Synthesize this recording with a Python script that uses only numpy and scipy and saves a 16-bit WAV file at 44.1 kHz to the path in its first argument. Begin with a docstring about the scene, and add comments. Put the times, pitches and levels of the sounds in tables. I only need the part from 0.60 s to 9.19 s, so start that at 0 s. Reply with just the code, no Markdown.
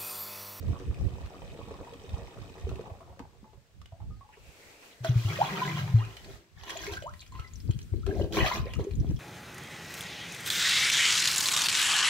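"""A plastic bucket is dunked in a barrel: it gulps, fills, is lifted dripping, and spills a gush back.
Clouds of bubble tones make the churn, splash and spray, and the barrel's air rings with them.
Before that, liquid runs through a strainer into a sprayer tank and thins to drips: bubble tones again.
Wind is low shaped noise with short swings; shaped noise also makes the outdoor hush and the bucket's swish."""
import sys
import numpy as np
from scipy import signal
from scipy.fft import rfft, irfft, next_fast_len
from scipy.io import wavfile
from scipy.ndimage import uniform_filter1d, map_coordinates

SR = 44100
rng = np.random.default_rng(int(sys.argv[2]) if len(sys.argv) > 2 else 0)


def log_audio(samples):
    """Write samples as a 16-bit WAV file to the path given in sys.argv[1]."""
    # one column per channel
    frames = np.atleast_2d(samples).T
    # limit to full scale, then quantise
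    limited = np.clip(frames, -1, 1)
    pcm = np.round(limited * 32767).astype(np.int16)
    wavfile.write(sys.argv[1], SR, pcm)


N = 378819

# Levels in the tables are relative: mixing, ringing and random swings come on top.
# how alike liquid noise is at left and right: [f/Hz, likeness 0-1]
WATER_ALIKE = [(200, 0.77), (600, 0.75), (1200, 0.02), (2500, 0.11), (10000, 0)]
# tone colour of small cracks and spatter: [f/Hz, level/dB]
CRACK_COLOUR = [(300, 1.5), (900, 3.5), (2800, 8), (6500, -2), (9500, -12), (15500, -14)]


def amp(db):
    """Turn decibels into a gain."""
    return 10 ** (np.asarray(db) / 20)


def unit(x):
    """Scale to an average strength (rms) of 1."""
    return x / np.sqrt(np.mean(x ** 2) + 1e-20)


def along(points, hz):
    """Read values between (f/Hz, value) points, with frequency on a log axis."""
    f, v = np.transpose(points)
    return np.interp(np.log(hz + 1), np.log(f + 1), v)


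def curves(rows):
    """Give one value per sample for each column after the time."""
    s, *columns = np.transpose(rows)
    return [np.interp(np.arange(N) / SR, s, column) for column in columns]


def between(start_s, end_s):
    """Give 1 from start to end and 0 elsewhere, with soft edges."""
    t = np.arange(N) / SR
    inside = 1.0 * ((t >= start_s) & (t <= end_s))
    return uniform_filter1d(inside, size=900)


def wobble(rate):
    """Draw a smooth random curve through `rate` random points a second."""
    points = rng.standard_normal(int(N * rate / SR) + 4)
    return map_coordinates(points, [np.arange(N) * rate / SR])


def filtered(x, response):
    """Change the strength of each frequency in x by a given response."""
    m = next_fast_len(N + SR // 2)
    hz = np.fft.rfftfreq(m, 1 / SR)
    return irfft(rfft(x, m) * response(hz), m)[..., :N]


def coloured(x, spectrum):
    """Give x a tone colour without sounding ahead of time, at rms 1."""
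    def response(hz):
        # folding the cepstrum onto positive times makes the filter causal
        cepstrum = irfft(np.log(amp(along(spectrum, hz))))
        half = len(cepstrum) // 2
        folded = 2 * cepstrum[:half] * (np.arange(half) > 0)
        return np.exp(rfft(folded, len(cepstrum)))
    return unit(filtered(x, response))


def noise_pair(alike):
    """Make white noise at two microphones by mixing a shared and an opposed part."""
    def shares(hz):
        turn = np.arccos(np.clip(along(alike, hz), -1, 1)) / 2
        return np.array([np.cos(turn), np.sin(turn)])
    mid, side = filtered(rng.standard_normal((2, N)), shares)
    return np.array([mid + side, mid - side])


def narrow_noise(hz, width_hz, steady):
    """Make a fuzzy tone that follows a pitch curve, rms 1; random drift blurs the pitch."""
    drift = steady + wobble(width_hz) + 1j * wobble(width_hz)
    carrier = np.exp(2j * np.pi * np.cumsum(hz) / SR)
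    return unit(np.real(drift * carrier))


def add(track, s, sound):
    """Mix a sound into a track at time s."""
    start = max(round(s * SR), 0)
    part = track[start:start + len(sound)]
    part += sound[:len(part)]


def from_left(x):
    """The sound reaches the left microphone first, less so as the barrel comes to the front."""
    # how much sooner the left hears it: [t/s, lead/s]
    lead_table = [(4.5, 0.00024), (6.2, .00023), (6.9, 0.00016), (8, 0.000087)]
    lead_s, = curves(lead_table)
    return np.array([map_coordinates(x, [np.arange(N) + side * lead_s * SR / 2]) for side in (1, -1)])


def bubbles(rate, low_hz, high_hz, cycles, spread_db, rise, wash):
    """Many bubbles, `rate` a second, each ring with a rising, dying tone; smooth noise (`wash`) joins them."""
    when, size, pitch, phase, bearing = rng.random((int(rate * N / SR), 5)).T
    hz = (low_hz * (high_hz / low_hz) ** pitch)[:, None]
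    length = min(int(cycles / low_hz * SR), 5000000 // len(hz))  # the second limit saves memory
    t = np.arange(length) / SR
    age = t * hz / cycles  # reaches 1 after the given number of cycles
    size_db = spread_db * np.minimum(-np.log(1 - size), 4)
    strength = amp(size_db)[:, None] * (hz / low_hz) ** 0.91
    polarity = np.sign(phase - .5)[:, None]
    swing = np.sin(2 * np.pi * hz * t * (1 + rise * np.minimum(age, 1) / 2))
    tones = strength * polarity * amp(-45 * age) * swing
    # each bubble sits at its own bearing and reaches one microphone first
    lag = (bearing - .5) * .0003 * SR
    cloud = []
    for side in (-1, 1):
        start = np.abs(when * N + side * lag).astype(int)
        places = start[:, None] + np.arange(len(t))
        cloud.append(np.bincount(places.ravel(), tones.ravel(), N)[:N])
    return unit(unit(np.array(cloud)) + wash * noise_pair(WATER_ALIKE))


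def turbulent(x, depth_db):
    """Bubble clouds form and break up: narrow bands swell and sink at random."""
    z = signal.stft(x, nperseg=1024)[2]
    patch_shape = np.outer(np.hanning(6), np.hanning(8))
    patches = signal.fftconvolve(rng.standard_normal(z.shape[1:]), patch_shape, mode="same")
    return unit(signal.istft(z * amp(depth_db * unit(patches)), nperseg=1024)[1][:, :N])


def ring(hz, t60, attack, rise):
    """One bubble rings with a soft start, a sliding pitch and a decay; its envelope peaks at 1."""
    t = np.arange(SR // 3) / SR
    shape = amp(-60 * t / t60) * (1 - np.exp(-(t / attack) ** 2))
    return shape / shape.max() * np.sin(2 * np.pi * hz * t * (1 + rise * np.minimum(t / t60, 1)))


def glide(length, start_hz, end_hz):
    """A tone swells and fades while its pitch slides."""
    u = np.linspace(0, 1, max(int(length * SR), 2))
    hz = start_hz * (end_hz / start_hz) ** u
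    return np.sin(np.pi * np.sqrt(u)) * np.sin(2 * np.pi * np.cumsum(hz) / SR)


def echo(x, decay):
    """A vessel answers with a blurred echo; each frequency dies at its own speed."""
    hz, t, z = signal.stft(noise_pair(WATER_ALIKE)[:, :SR // 2], SR, nperseg=256)
    t60 = along(decay, hz)[:, None]
    fading = z * amp(-60 * t / t60) * np.sqrt(2 * np.log(1000) / (t60 * SR))
    tail = signal.istft(fading, SR, nperseg=256)[1]
    return signal.fftconvolve(x.mean(0)[None], tail, axes=1)[:, :N]


def standing_waves(x, modes):
    """The air between a vessel's walls rings on in narrow tones."""
    t = np.arange(SR // 2) / SR
    answer = np.zeros(len(t))
    for hz, db, t60 in modes:
        even_out = np.log(1000) / (t60 * SR)  # long rings are not favoured over short ones
        answer += amp(db - 60 * t / t60) * np.cos(2 * np.pi * hz * t) * even_out
    return signal.fftconvolve(x, 2 * answer)[:N]


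def field():
    """Noise makes the field's hush and the lowered bucket's swish and brushes; a faint tone whistles down."""
    # the open-air hush: [t/s, level/dB]
    hush_table = [(2.2, -64), (3.1, -69), (5.7, -62), (5.9, -68.5), (6.1, -64)]
    # colour of the hush: [f/Hz, level/dB]
    air_colour = [(30, -4.5), (120, 1), (500, -9.5), (900, -11.5), (1500, -8), (4000, -11), (8200, -16.5),
                  (9000, -24.5), (15500, -22.5)]
    # soft swish as the bucket is lowered into the barrel: [t/s, level/dB, centre f/Hz]
    swish_table = [(3.6, -87, 2700), (3.8, -64.5, 2600), (3.95, -63, 2400), (4.05, -60, 2070),
                   (4.26, -61, 2700), (4.38, -63.5, 1794), (5.75, -63, 1800), (5.87, -85, 1790)]
    # colour of the swish: [f/Hz, level/dB]
    swish_colour = [(150, -3), (500, 7), (1100, -2.5), (2300, -1.5), (3500, -4), (7500, -8), (9500, -15),
                    (15500, -15)]
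    # sleeve and bucket brush past the rim: [t/s, length/s, level/dB, centre f/Hz]
    brushes = [(3.725, 0.049, -57, 2250), (4.225, .03, -55.5, 1500), (4.309, 0.043, -59, 3500)]
    swish_db, swish_hz = curves(swish_table)
    hush_db, = curves(hush_table)
    whistle = np.zeros(N)
    add(whistle, 3.49, amp(-71.0) * glide(length=0.2, start_hz=6250, end_hz=2730))
    band = np.array([narrow_noise(swish_hz, width_hz=700, steady=0) for channel in range(2)])
    swish_noise = unit(coloured(noise_pair(WATER_ALIKE), swish_colour) + 0.5 * band)
    swish = amp(swish_db + 4.5 + 1.4 * wobble(16)) * swish_noise
    for channel in swish:
        roughness = wobble(1600)  # blurs each brush tone into a noise band
        for s, length, db, hz in brushes:
            stroke = glide(length, hz, hz)
            add(channel, s, amp(db + 3.5) * stroke * roughness[round(s * SR):][:len(stroke)])
    hush = amp(hush_db) * coloured(noise_pair(WATER_ALIKE), air_colour)
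    return hush + from_left(whistle * wobble(150)) + swish


def wind():
    """Lumpy eddies and a few hard buffets press on each microphone port differently."""
    # wind strength that drives the eddies: [t/s, level/dB]
    wind_table = [(0, -42), (.35, -40), (.7, -48.5), (1.15, -57), (1.6, -47.5), (2.1, -50.5), (2.2, -55),
                  (2.95, -67), (3.5, -50.5), (3.95, -70), (4.3, -91), (4.5, -63), (5.5, -58), (5.7, -54),
                  (5.9, -71), (6.35, -49.5), (6.65, -55), (7.15, -42), (8.15, -44), (8.55, -40)]
    # which port the wind favours: [t/s, left minus right level/dB]
    side_table = [(0, -7), (3.5, -3.5), (6, -3), (6.8, 3.5), (7.3, 6), (7.6, 5), (8.5, 2)]
    # how alike the wind is at left and right: [f/Hz, likeness 0-1]
    wind_alike = [(25, 0.13), (200, 0.056)]
    # colour of the large eddies: [f/Hz, level/dB]
    rumble_colour = [(20, -25.5), (50, 1), (100, 1), (150, -9), (240, -22), (450, -40.5), (1000, -66)]
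    # colour of the smaller, higher eddies: [f/Hz, level/dB]
    flutter_colour = [(90, -21), (170, -0.5), (260, -6.5), (450, -15), (1000, -68.5)]
    # single buffets, each port varying around them: [t at the peak/s, level/dB, pitch f/Hz]
    buffets = [(0.105, -18.5, 80), (0.299, -22, 68), (0.646, -30.5, 72), (1.545, -23, 100),
               (2.053, -24, 78), (2.322, -32.5, 88), (3.332, -36, 85), (3.419, -35.5, 83),
               (6.326, -31.5, 94), (6.802, -28.5, 70), (7.101, -14.5, 115), (7.166, -24.5, 107),
               (7.334, -22.5, 88.4), (7.607, -21, 102), (7.829, -15.5, 118), (8.003, -21.5, 106),
               (8.217, -26, 94), (8.411, -17, 120), (8.5, -21, 157), (8.546, -19, 92)]
    level_db, = curves(wind_table)
    side_db, = curves(side_table)
    eddy_swing_db = 4.5 * wobble(14)
    port_swing_db = 4 * np.array([wobble(28), wobble(28)])
    lumps = amp(eddy_swing_db + port_swing_db)
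    air = amp(level_db + 7.5) * unit(lumps * coloured(noise_pair(wind_alike), rumble_colour))
    # stronger gusts shed smaller, higher eddies
    flutter = unit(lumps * coloured(noise_pair(wind_alike), flutter_colour))
    air = air + amp(1.498 * level_db + 17) * flutter
    t = np.arange(-SR // 20, SR // 20) / SR
    for s, db, hz in buffets:
        for port in air:
            late, detune = rng.standard_normal(2)
            cycles = (t - 0.0012 * late) * hz * np.exp(0.15 * detune)
            hump = 1 / (1 + (cycles / 0.65) ** 2) ** 1.4  # only about one swing stands out
            add(port, s + t[0], amp(db + 0.5) * np.sin(2 * np.pi * cycles) * hump)
    return air * amp(np.array([[.5], [-.5]]) * side_db)


def ticks():
    """Each loud drop or light tap of plastic is a short noise crack and a tiny ring."""
    # drops and taps: [t/s, level/dB, starting pitch f/Hz]
    tick_table = [(.198, -41.5, 1510), (.344, -39, 2360), (0.661, -40.5, 1450), (1.248, -44, 1850),
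                  (1.336, -39, 3130), (1.493, -37.5, 3570), (1.545, -42, 3100), (1.672, -42.5, 2000),
                  (1.981, -43.5, 1870), (2.092, -34.5, 1300), (2.157, -40, 2570), (2.21, -43, 1460),
                  (2.593, -38, 1490), (3.216, -42.5, 1130), (3.258, -41.5, 2820), (4.446, -21, 1450),
                  (5.45, -35, 2570), (5.568, -30, 2960), (5.645, -36.5, 4380), (6.035, -31, 825),
                  (6.095, -22, 1790), (6.104, -21.5, 3140), (6.171, -26.5, 6700), (6.266, -25.5, 2130),
                  (6.336, -27, 3100), (6.37, -30, 1550), (6.423, -33, 2930), (6.537, -39, 1880),
                  (6.626, -40.5, 2650), (6.664, -42.5, 4900), (6.721, -46, 4100), (6.796, -35, 2760),
                  (7.109, -35, 3000), (7.19, -37.5, 3070), (7.465, -28.5, 1270), (7.724, -27.5, 3100),
                  (8.136, -28, 2760), (8.241, -37.5, 6400), (8.31, -38, 2350)]
    out, t = np.zeros((2, N)), np.arange(SR // 3) / SR
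    for channel, noise in zip(out, coloured(noise_pair(WATER_ALIKE), CRACK_COLOUR)):
        for s, db, hz in tick_table:
            crack = np.roll(noise, -round(s * SR))[:len(t)] * amp(-60 * t / 0.027)
            tiny_ring = ring(hz, t60=0.016, attack=0.00087, rise=0.092)
            add(channel, s, amp(db) * (0.35 * crack + 0.35 * tiny_ring))
    return out


def glugs():
    """Bubbles and dull bumps ring briefly and are jostled as they ring."""
    # deep bubbles and bumps of nearly steady pitch: [t/s, level/dB, pitch f/Hz, time to fade 60 dB/s]
    glug_table = [(.202, -41, 376, .06), (.991, -39, 420, .06), (1.108, -32, 424, 0.087),
                  (1.211, -34.5, 414, .06), (1.273, -40.5, 940, .07), (2.069, -30, 412, 0.061),
                  (2.116, -36, 394, 0.056), (2.194, -33, 435, 0.088), (2.6, -39.5, 253, 0.086),
                  (2.83, -46, 222, .09), (4.447, -25.5, 650, 0.076), (6.275, -36.5, 407, 0.18),
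                  (6.423, -42, 597, 0.081), (6.72, -50.5, 1035, .14), (6.748, -48, 1040, 0.27),
                  (6.79, -47, 1310, 0.25), (6.845, -49, 2020, 0.14), (7.092, -32, 308, 0.052),
                  (7.338, -32, 347, 0.053), (7.495, -30, 296, 0.065), (7.527, -30.5, 422, .1),
                  (7.597, -25.5, 563, 0.037), (7.612, -26.5, 370, 0.054), (7.646, -31, 387, 0.067),
                  (8.196, -27.5, 418, 0.071), (8.248, -35, 350, 0.067), (8.267, -31.5, 399, 0.094),
                  (8.41, -32.5, 280, 0.055), (8.446, -33, 257, 0.084), (8.498, -39, 247, 0.067),
                  (8.512, -32.5, 290, 0.053)]
    out = np.zeros(N)
    for s, db, hz, t60 in glug_table:
        add(out, s, amp(db) * ring(hz, t60, attack=0.00035, rise=0.014))
    return out * (1 + 0.5 * wobble(260))


def patter():
    """Each heavy drop gives the hollow tank a dull slap of noise and a brief ring."""
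    # lumps of the stream, then its last drops: [t/s, level/dB, starting pitch f/Hz, ring's 60 dB fade/s]
    drip_table = [(1.109, -36.5, 580, 0.062), (1.14, -41, 1063, 0.066), (1.54, -41.5, 815, .06),
                  (2.261, -39.5, 855, 0.079), (2.299, -37, 633, 0.055), (2.408, -40, 660, 0.086),
                  (2.465, -48, 410, .07), (2.494, -44, 894, 0.08), (2.593, -35, 463, 0.039),
                  (2.6, -45, 906, 0.13), (2.843, -47, 858, 0.15), (2.931, -46.5, 400, 0.052),
                  (3.321, -47, 663, 0.19), (3.402, -45, 836, 0.064), (3.418, -46, 647, 0.073),
                  (3.501, -54, 1233, 0.24), (3.609, -45, 1107, 0.062), (3.645, -52, 840, 0.23),
                  (3.69, -45.5, 848, 0.1), (3.771, -45, 423, .08)]
    # colour of the slaps: [f/Hz, level/dB]
    slap_colour = [(180, -21), (400, -2.5), (650, 0), (1000, 10), (1500, -9.5), (3000, -13), (9000, -32)]
    slaps, rings, t = np.zeros(N), np.zeros(N), np.arange(SR // 3) / SR
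    for s, db, hz, t60 in drip_table:
        add(slaps, s, amp(db - 60 * t / 0.064))
        add(rings, s, amp(db) * ring(hz, t60, attack=0.0014, rise=0.014))
    slap_sound = amp(-10.5) * slaps * coloured(noise_pair(WATER_ALIKE), slap_colour)
    return slap_sound + amp(-6) * rings * (1 + 0.5 * wobble(190))


def sprayer(drops, pops):
    """The stream bubbles in the strainer's pool; foam fizzes, drops spatter on the mesh and drip into the tank."""
    # colour of the pool's gurgle: [f/Hz, level/dB]
    gurgle_colour = [(150, -4.5), (210, -4.5), (280, -9.5), (400, -3), (560, -6.5), (720, -10.5),
                     (860, -11.5), (1150, -12), (1600, -24), (2500, -24.5)]
    # colour of the foam: [f/Hz, level/dB]
    fizz_colour = [(800, -47), (1400, -13.5), (1900, -1), (2120, -8.5), (2450, 3), (2750, -7), (3150, -2),
                   (3400, -9.5), (3700, -2.5), (4300, -10.5), (6200, -7.5), (8200, -3.5), (9000, -14),
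                   (15500, -15)]
    # the strainer goes on dripping into the tank: [from t/s, to t/s, level/dB]
    dripping_table = [(2.2, 2.68, -61.5), (2.796, 2.993, -68), (3.276, 3.797, -77)]
    # hollow notes of the tank: [f/Hz, level/dB, time to fade 60 dB/s]
    tank_modes = [(374, 0.5, 0.07), (655, -4, 0.27), (867, 3, 0.25), (1180, -9, 0.23)]
    # how fast the tank's echo dies: [f/Hz, time to fade 60 dB/s]
    tank_decay = [(300, 0.087), (2500, 0.3), (10000, 0.072)]
    # the stream runs evenly until the bucket is tipped back, then the pool settles
    stream_ends_s, gurgle_fade_db_per_s, fizz_fade_db_per_s = 2.185, 26.5, 68
    settling_s = np.maximum(np.arange(N) / SR - stream_ends_s, 0)
    sway_db = 0.8 * wobble(14)
    gurgle = bubbles(rate=520, low_hz=216, high_hz=1734, cycles=11.3, spread_db=3.5, rise=0.16, wash=0.15)
    fizz = bubbles(rate=1300, low_hz=1203, high_hz=5960, cycles=14, spread_db=3.5, rise=0.1, wash=0.64)
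    spatter = bubbles(rate=90, low_hz=1280, high_hz=4200, cycles=3.1, spread_db=1.5, rise=0.14, wash=.05)
    drips = bubbles(rate=40, low_hz=374, high_hz=930, cycles=19, spread_db=-1.0, rise=0.026, wash=0.018)
    pool_gain = amp(-51.5 + sway_db - gurgle_fade_db_per_s * settling_s)
    pool = pool_gain * coloured(gurgle, gurgle_colour)
    foam_gain = amp(sway_db - fizz_fade_db_per_s * settling_s)
    foam_mix = amp(-60.5) * coloured(fizz, fizz_colour) + amp(-70.5) * coloured(spatter, CRACK_COLOUR)
    dripping = sum(amp(db) * between(start_s, end_s) for start_s, end_s, db in dripping_table)
    liquid = pool + foam_gain * foam_mix + dripping * drips + patter() + drops + pops
    hollow_notes = amp(-3.5) * standing_waves(liquid.mean(0), tank_modes)
    return liquid + hollow_notes + amp(-2.5) * echo(liquid, tank_decay)


def inflow():
    """Liquid sheets over the sunken rim into the bucket with the smooth hiss of shaped noise."""
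    # strength of the hiss: [t/s, level/dB]
    inflow_table = [(4.53, -60), (4.58, -49), (4.75, -47.5), (5.0, -48.5), (5.22, -51), (5.32, -57.5),
                    (5.72, -65), (5.85, -87)]
    # colour of the hiss: [f/Hz, level/dB]
    inflow_colour = [(700, -25), (1600, -12), (3000, 0.5), (4200, 0.5), (6700, -4.5), (9000, -16.5),
                     (12000, -11.5), (15500, -12.5)]
    level_db, = curves(inflow_table)
    flowing = between(inflow_table[0][0], inflow_table[-1][0])
    return flowing * amp(level_db) * coloured(noise_pair(WATER_ALIKE), inflow_colour)


def gulps():
    """Air escapes the sinking bucket in deep gulps; the trapped pocket drones unevenly."""
    # air trapped in the filling bucket: [t/s, centre f/Hz, level/dB]
    pocket = [(4.68, 124.3, -40), (4.696, 125, -29.5), (4.89, 159.3, -38.5), (4.924, 178, -31),
              (4.966, 169.6, -38), (5.24, 139.4, -27), (5.316, 134, -33.5), (5.33, 138, -23.5)]
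    # big air gulps as the bucket goes under: [t/s, level/dB, starting pitch f/Hz, time to fade 60 dB/s]
    gulp_table = [(4.402, -34.5, 122.3, 0.45), (4.488, -15.5, 123.4, 0.18), (4.553, -15, 117, 0.19),
                  (4.646, -20, 107.3, 0.2), (5.337, -10.5, 112.3, 0.25)]
    hz, db = curves(pocket)
    trapped = between(pocket[0][0], pocket[-1][0])
    out = trapped * amp(db - 4.0) * narrow_noise(hz, width_hz=92, steady=0.53)
    for s, peak_db, pitch_hz, t60 in gulp_table:
        add(out, s, amp(peak_db) * ring(pitch_hz, t60, attack=0.0077, rise=-0.02))
    return out


def plops():
    """A cavity's pitch rises as it closes at the surface, and its walls tremble."""
    # closing cavities, all rising at one speed: [t/s, length/s, starting f/Hz, level/dB]
    plop_table = [(4.47, 0.015, 3100, -37), (4.787, 0.048, 545.6, -25), (4.799, 0.062, 686, -31),
                  (5.381, 0.082, 698, -43.5), (6.152, 0.024, 580, -38), (6.367, 0.02, 1390, -34.5),
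                  (6.439, 0.035, 515, -40), (6.459, 0.055, 862, -39.5), (7.431, 0.019, 1230, -48),
                  (7.508, 0.014, 1536, -41.5), (7.615, .012, 2790, -38.5), (7.84, 0.017, 706, -27),
                  (7.841, 0.017, 1600, -31), (7.914, 0.012, 910, -24.5), (8.047, 0.067, 380, -43),
                  (8.16, .014, 1180, -48)]
    rise_oct_per_s = 17.8
    out = np.zeros(N)
    for s, length, hz, db in plop_table:
        add(out, s, amp(db) * glide(length, hz, hz * 2 ** (rise_oct_per_s * length)))
    return out * amp(4.5 * wobble(260))


def sloshing():
    """Every slosh swells, holds and fades in churn, splash and spray, and comes in uneven slaps."""
    # each move of the bucket throws up liquid, in turn: it hits the surface, fills, squeezes out its
    # last air, settles, turns under the surface, nears the surface; its rim breaks out, liquid runs
    # off the rim, its body follows, its base pulls free; it drains and spills over; the gush slides
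    # down the wall, lands, plunges in, its hollow collapses, the waves slap back and lap once more;
    # the bucket is set upright and the load swings back
    # [t/s, swell/s, hold/s, fade/dB per s, churn level/dB, splash level/dB, spray level/dB]
    sloshes = [(4.432, 0.013, 0.0065, 159, -46, -42, -47), (4.512, .3, 0.27, 53, -48.5, -38.5, -51.5),
               (5.16, 0.012, 0.03, 200, -62.5, -40, -49.5), (5.335, 0.044, 0.039, 64, -55.5, -50.5, -69),
               (5.629, 0.033, 0.047, 128, -53, -57, -59), (5.959, 0.044, .02, 103, -73, -54, -61),
               (6.02, 0.059, .015, 93, -54.5, -47, -51.5), (6.112, 0.022, 0.094, 165, -59.5, -47.5, -48),
               (6.228, 0.038, 0.013, 198, -54.5, -42.5, -44.5),
               (6.312, 0.0071, 0.018, 299, -50, -47, -46.5), (6.73, 0.024, 0.062, 139, -66, -58.5, -64),
               (7.464, 0.017, 0.15, 233, -37, -55.5, -59.5), (7.7, 0.019, 0.1, 297, -38, -61, -60),
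               (7.721, 0.0078, 0.2, 228, -56, -47, -41), (7.738, 0.058, 0.088, 128, -52, -32, -49),
               (7.843, .003, 0.0072, 450, -50, -28.5, -63), (7.936, 0.0054, 0.024, 331, -42, -36.5, -49),
               (8.047, 0.018, 0.021, 148, -60, -49.5, -65), (8.187, 0.0051, 0.013, 224, -40, -51, -60),
               (8.398, 0.029, 0.059, 147, -51.5, -66, -72.5)]
    power = np.zeros((3, N))
    for s, swell_s, hold_s, fade_db_per_s, *levels_db in sloshes:
        age = np.arange(N) / SR - s
        swell = np.clip(age / swell_s, 0, 1) ** 0.62
        fade = amp(-fade_db_per_s * np.maximum(age - swell_s - hold_s, 0))
        power += np.outer(amp(levels_db), swell * fade) ** 2
    return np.sqrt(power) * amp(1.96 * wobble(24))


def barrel(drops, pops):
    """Big bubbles churn, small ones splash, and spray crackles, all inside the ringing barrel."""
    # colour of the big bubbles: [f/Hz, level/dB]
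    churn_colour = [(130, -7.5), (210, 1.5), (280, -1), (390, 5), (480, -2), (650, -3), (850, -12),
                    (1500, -44.5)]
    # colour of the small bubbles: [f/Hz, level/dB]
    splash_colour = [(400, -7.5), (760, -2.5), (1050, 0.5), (1330, -2.5), (1750, 0.5), (2400, -1.5),
                     (3100, -1.5), (3800, -11), (6000, -21)]
    # colour of the flying droplets: [f/Hz, level/dB]
    spray_colour = [(2300, -16), (3600, 1), (5000, -1), (6500, -2), (7600, -11), (9200, -21.5),
                    (12000, -10.5), (15500, -10)]
    # colour of the dribble off the wet bucket: [f/Hz, level/dB]
    dribble_colour = [(500, -28), (1300, -9), (3000, 0), (6500, -1.5), (9200, -4), (15500, -5)]
    # air notes of the barrel: [f/Hz, level/dB, time to fade 60 dB/s]
    barrel_modes = [(389.5, -2, 0.26), (594, -0.5, 0.33), (804, -3, .25), (1033, 3, .5), (1116, -2, 0.2),
                    (1310, -6.5, .5), (1590, -3.5, .3), (1710, -2.5, .3), (2020, -2.5, .3), (2420, -3, .25),
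                    (2570, -1, .3), (2840, -10.5, 0.32), (2970, 3, 0.27)]
    # how fast the barrel's echo dies: [f/Hz, time to fade 60 dB/s]
    barrel_decay = [(150, 0.17), (700, 0.23), (1500, 0.23), (3000, 0.15), (7000, 0.034), (12000, 0.2)]
    churn_gain, splash_gain, spray_gain = sloshing()
    churn = bubbles(rate=310, low_hz=193.0, high_hz=900, cycles=12.4, spread_db=1.5, rise=0.26, wash=0.36)
    splash = bubbles(rate=700, low_hz=600, high_hz=4200, cycles=30, spread_db=2.5, rise=0.12, wash=0.3)
    spray = bubbles(rate=1300, low_hz=3180, high_hz=12800, cycles=30, spread_db=4.0, rise=0.046, wash=1.0)
    dribble = bubbles(rate=60, low_hz=1080, high_hz=7000, cycles=20, spread_db=2, rise=.15, wash=0.7)
    churn = coloured(churn, churn_colour)
    splash = coloured(turbulent(splash, depth_db=3), splash_colour)
    spray = coloured(spray, spray_colour) * amp(1.6 * wobble(22))  # droplets fly in little volleys
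    liquid = churn_gain * churn + splash_gain * splash + spray_gain * spray + drops
    dribble_gain = between(6.3, 8.6) * amp(-62 + 2.8 * wobble(14))
    liquid = liquid + dribble_gain * coloured(dribble, dribble_colour)
    cavities = plops() + amp(1.5) * pops
    ringing = cavities + amp(5.5) * standing_waves(liquid.mean(0) + 0.46 * cavities, barrel_modes)
    answer = amp(-1.5) * echo(liquid + 0.5 * cavities, barrel_decay)
    return amp(-3) * liquid + from_left(ringing) + answer


def scene():
    """Drops and bubbles sound in the sprayer until the bucket moves over to the barrel."""
    drops, pops = ticks(), glugs()
    at_barrel = np.arange(N) / SR > 4.3
    at_sprayer = ~at_barrel
    background = field() + wind()
    pouring = sprayer(drops * at_sprayer, pops * at_sprayer)
    dunking = inflow() + from_left(gulps()) + barrel(drops * at_barrel, pops * at_barrel)
    return background + pouring + dunking


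def record(dry):
    """The two microphones differ in colour and keep nothing above the band limit."""
    # how the microphones differ: [f/Hz, left minus right level/dB]
    left_bias = [(60, 2), (200, 1.5), (500, 0), (1300, 0.5), (2400, -0.3), (4400, -2.5), (8500, 9),
                 (15000, 3)]
    top_hz = 15750

    def response(hz):
        return amp(np.array([[.5], [-.5]]) * along(left_bias, hz)) * (hz < top_hz)
    return filtered(dry, response)


dry = scene()
out = record(dry)
log_audio(out)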